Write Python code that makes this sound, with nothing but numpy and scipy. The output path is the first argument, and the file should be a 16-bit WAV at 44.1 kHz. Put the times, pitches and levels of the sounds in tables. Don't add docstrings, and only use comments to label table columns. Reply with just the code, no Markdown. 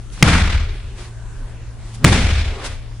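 import sys
import numpy as np
from scipy import signal
from scipy.fft import rfft, irfft
from scipy.io import wavfile
from scipy.ndimage import uniform_filter1d

SR = 44100
rng = np.random.default_rng(int(sys.argv[2]) if len(sys.argv) > 2 else 0)


def persist_wave(psi):
    counts = np.round(np.clip(psi, -1, 1) * 32767).astype(np.int16)
    wavfile.write(sys.argv[1], SR, np.atleast_2d(counts).T)


def elevation(decibels):
    levels = np.asarray(decibels, float)
    return 10 ** (levels / 20)


N = 132300
T = np.arange(N) / SR
BANDS_HZ = 25 * 2 ** np.arange(0, 9.1, 1 / 3)

# pitch in Hz, drift in Hz, level in dB.
HUM = [(58, 2.5, -43), (113.5, 1.5, -36)]
# frequency in Hz, level in dB per Hz.
AIR_COLOUR = [(20, -2), (45, -2), (70, -12), (140, -21.5), (400, -31.5), (1500, -38.5), (5000, -48),
              (11000, -52)]
# frequency in Hz, side level minus mid level in dB.
SIDE_DB = [(30, -7), (110, -26), (340, -13.5), (700, -12.5), (1500, -8), (3300, -3.5), (5900, 0.5),
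           (10500, -2.5)]
# centre in seconds, half length in seconds, level in dB, tilt in dB per octave.
SCUFFS = [(0.139, 0.013, -49.5, 6), (0.203, 0.037, -41.5, 1.7), (1.002, .025, -43, 1.1),
          (1.051, 0.039, -45, 1), (1.922, 0.07, -50.5, 2.7), (1.951, 0.0079, -52.5, 7),
          (2.504, 0.076, -39, -3), (2.633, 0.022, -43, -3.5), (2.661, 0.011, -32.5, 2.5),
          (2.689, 0.062, -39, -0.5), (1.394, 0.059, -59, 2)]
# frequency in Hz, level in dB per Hz.
SCUFF_COLOUR = [(150, -34), (250, -5.5), (449, -9), (525, -4), (818, -6.5), (2550, -8.5), (10900, -22.5),
                (14200, -45), (22000, -120)]
# level in dB, pitch in Hz.
TICKS = [(-33, 3300), (-27, 1300), (-30, 400), (-24, 150)]
TICK_S = [.102, .178, 2.998, .002]
# start in seconds, level in dB.
JOLTS = [(.265, -12), (.33, -10.5), (.415, -10), (.49, -15.5), (.545, -13), (.60, -19.5), (.67, -22),
         (.83, -26), (2.10, -14.5), (2.16, -13.5), (2.24, -10), (2.32, -11), (2.375, -13), (2.46, -20),
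         (2.50, -24), (2.56, -29), (2.69, -30)]
# pitch in Hz, level in dB, time to fade 60 dB in seconds.
MOUNT_TONES = [(31.5, 2.1, 0.41), (59.8, 11, 0.15), (75.1, 8, 0.2)]
# centre in seconds, half length in seconds, level in dB, pitch in Hz.
GROANS = [(0.686, 0.056, -44, 382), (1.328, 0.17, -54.5, 1520), (1.42, 0.11, -53, 395),
          (2.562, 0.046, -37, 388), (2.611, 0.023, -41.5, 1080), (0.96, 0.073, -47, 361)]
# time in seconds, level in dB.
WASH_LEVEL = [
    [(0.236, -19.5), (0.246, -20.5), (0.284, -18), (0.416, -22.5), (0.458, -27), (0.508, -25.5),
     (0.94, -56.5), (0.95, -63)],
    [(2.056, -16.5), (2.06, -23.5), (2.158, -18.5), (2.204, -26.5), (2.4, -30), (2.568, -45.5),
     (2.652, -44.5), (2.85, -55)],
]
# frequency in Hz, level in dB per Hz.
WASH_COLOUR = [
    [(76, -45), (130, -6), (169, -1.5), (210, -6.5), (410, -20.5), (1420, -20.5), (10900, -40.5),
     (14200, -92), (22000, -120)],
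    [(76, -29.5), (130, -0.5), (195, 0), (278, -10.5), (1100, -20.5), (2180, -22), (10900, -35.5),
     (14200, -100), (22000, -120)],
]
# frequency in Hz, change in dB per second.
WASH_FADE = [(100, -73), (200, -34.5), (500, -24), (1000, -18), (2400, 2.5), (4000, 3.5), (8000, -18),
             (10200, -28), (11000, -99)]
# frequency in Hz, width in Hz, boost in dB.
RESONANCES = [(1510, 390, 2.5), (2300, 500, 3.5), (3490, 285, 3)]
# start in seconds, crack level in dB, thud level in dB.
WHACKS = [
    (0.2257, 6.5, -13.5),
    (2.0442, 3.5, -8.5),
]
# frequency in Hz, level in dB per Hz.
CRACK_COLOUR = [(200, -5), (400, -9), (750, -16.5), (1300, -6.5), (2200, -5.5), (4000, -16), (10500, -22),
                (11500, -36)]
# pitch in Hz, level in dB, time to fade 60 dB in seconds.
BAG_TONES = [(62.7, 0, 0.91), (106.6, 7, 0.63), (163.5, -3.5, 0.39), (260, 10, .6)]
# pitch in Hz, level in dB, time to fade 60 dB in seconds.
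BLOW_TONES = [(145, 0, .045), (85, -14, .07), (290, -12, .03)]


def at(table, hz):
    points = np.array(table, float)
    return np.interp(np.log(hz), np.log(points[:, 0]), points[:, 1])


def unit(x, lo_hz, hi_hz):
    f = np.fft.rfftfreq(N, 1 / SR)
    spectrum = rfft(np.atleast_2d(x)[0])
    inside = (f > lo_hz) & (f < hi_hz)
    return x * N / np.sqrt(2 * np.sum(np.abs(spectrum[inside]) ** 2))


def noise(colour):
    f = np.fft.rfftfreq(N, 1 / SR)[1:]
    spectrum = rfft(rng.standard_normal((2, N)))[:, 1:]
    spectrum = spectrum * elevation(at(colour, f)) * (f > colour[0][0] / 2)
    spectrum[1] *= elevation(at(SIDE_DB, f))
    bands_away = 3 * np.log2(f / BANDS_HZ[:, None])
    weight = np.where(np.abs(bands_away) < 1, np.cos(np.pi / 2 * bands_away) ** 2, 0)
    return irfft(np.pad(weight[:, None] * spectrum, ((0, 0), (0, 0), (1, 0))), N)


def walk(rate_hz, count=1):
    k = int(SR / rate_hz)
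    steps = np.repeat(rng.standard_normal((count, N // k + 1)), k, axis=1)
    return 1.27 * uniform_filter1d(uniform_filter1d(steps, k), k)[:, :N]


def ring(hits, tones, push_s, rise_s=.0001):
    out = np.zeros(N)
    mix = rng.standard_normal((len(hits), len(tones)))
    push = np.sin(np.pi * np.arange(int(push_s * SR)) / int(push_s * SR))
    for (start, db), row in zip(hits, mix):
        t = np.clip(T - start, 0, None)
        for (hz, tone_db, t60), m in zip(tones, row):
            fade = elevation(db + tone_db + 2.0 * m - 60 * t / t60) * (1 - np.exp(-t / rise_s))
            out -= fade * np.sin(2 * np.pi * hz * (1 + 0.029 * m) * t)
    return signal.fftconvolve(out, push / push.sum())[:N]


def swell(centre, half):
    return np.exp(-.5 * ((T - centre) / half) ** 2)


def mono(x):
    return np.array([x, 0 * x])


def room():
    flutter = elevation(2.4 * walk(15, count=len(BANDS_HZ)))[:, None]
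    air = unit((noise(AIR_COLOUR) * flutter).sum(0), 195, 10000) * elevation(-46.5)
    hum = 0
    for hz, drift_hz, db in HUM:
        level = np.sqrt(2) * elevation(db + 1.8 * walk(9.12)[0])
        pitch = hz + drift_hz * walk(14)[0] / 2
        hum = hum + level * np.sin(2 * np.pi * np.cumsum(pitch) / SR)
    return air + mono(hum)


def shoes():
    bands = noise(SCUFF_COLOUR)
    bands = bands / np.std(bands[:, 0].sum(0))
    grit = elevation(0.83 * walk(120)[0])
    out = 0
    for centre, half, db, tilt_db in SCUFFS:
        colour = elevation(db + tilt_db * np.log2(BANDS_HZ / 2000))
        out = out + np.tensordot(colour, bands, 1) * swell(centre, half) * grit
    for start, (db, hz) in zip(TICK_S, TICKS):
        tones = [(hz, 0, .004), (hz * 1.3, -2, .004), (hz * 1.9, -5, .003), (hz * 3.1, -9, .003)]
        out = out + mono(ring([(start, db)], tones, .00007))
    return out


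def swish():
    hz, rise_s, levels_db = 176, 0.017, (-22.5, -19.5)
    colour = [(hz / 2, -6), (hz, 0), (600, -22), (3000, -38), (11000, -52)]
    gust = unit(noise(colour).sum(0), 50, 11000)
    level = 0
    for (start, _, _), db in zip(WHACKS, levels_db):
        level = level + elevation(db) * np.exp(np.clip(T - start, -9, 0) / rise_s) * (T < start + .01)
    return gust * level


def mount():
    out = mono(ring(JOLTS, MOUNT_TONES, push_s=0.0019, rise_s=0.014))
    for centre, half, db, hz in GROANS:
        colour = [(hz * .8, -40), (hz * 1.015, -6), (hz, 0), (hz * 0.947, -6), (hz * 1.65, -40), (hz * 2, -90)]
        band = noise(colour).sum(0)
        out = out + band / np.std(band[0]) * elevation(db) * swell(centre, half)
    return out


def wash():
    out = 0
    for (start, _, _), rows, colour in zip(WHACKS, WASH_LEVEL, WASH_COLOUR):
        bands = noise(colour) * elevation(0.27 * walk(25, count=len(BANDS_HZ)))[:, None]
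        bands = bands / np.std(bands[16:21, 0].sum(0))
        points = np.array(rows)
        db = np.interp(T, points[:, 0], points[:, 1])
        db = db - 80 * np.clip(T - points[-1, 0], 0, 9)
        fade = at(WASH_FADE, BANDS_HZ)[:, None] * np.clip(T - start, 0, 9)
        level = elevation(db + fade) * np.clip((T - start) / 0.021, 0, 1)
        out = out + (bands * level[:, None]).sum(0)
    crackle = elevation(1.8 * walk(150)[0] - 2.0)
    f = np.fft.rfftfreq(N, 1 / SR)
    resonance_db = sum(db * np.exp(-.5 * ((f - hz) / width * 2) ** 2) for hz, width, db in RESONANCES)
    return irfft(rfft(out * crackle) * elevation(resonance_db), N)


def whacks():
    hold_s, crack_t60_s, blow_db = (0.0038, 0.0046), 0.0054, (7, 7)
    level = 0
    for (start, db, _), hold in zip(WHACKS, hold_s):
        fade_db = 60 * np.clip(T - start - hold, 0, 1) / crack_t60_s
        level = level + elevation(db - fade_db) * (T >= start)
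    hiss = unit(noise(CRACK_COLOUR).sum(0), 200, 16000)
    crack = hiss * level * np.array([[1], [.3]])
    blow = ring([(start, db) for (start, _, _), db in zip(WHACKS, blow_db)], BLOW_TONES, 0.00063)
    thud = ring([(start, db) for start, _, db in WHACKS], BAG_TONES, push_s=0.0084, rise_s=0.013)
    return crack + mono(blow + thud)


def scene():
    mid, side = room() + shoes() + swish() + mount() + wash() + whacks()
    lean_db = 0.97
    return np.array([(mid + side) * elevation(lean_db / 2), (mid - side) * elevation(-lean_db / 2)])


def roll_off(x):
    return signal.sosfilt(signal.butter(12, 11060, fs=SR, output="sos"), x)


def record(dry):
    overloaded = np.clip(dry, -1.2, 1.2)
    top_cut = signal.ellip(8, .1, 60, 11050, fs=SR, output="sos")
    mix = np.clip(signal.sosfiltfilt(top_cut, overloaded), -1, 1)
    return roll_off(mix)


dry = scene()
out = record(dry)
persist_wave(out)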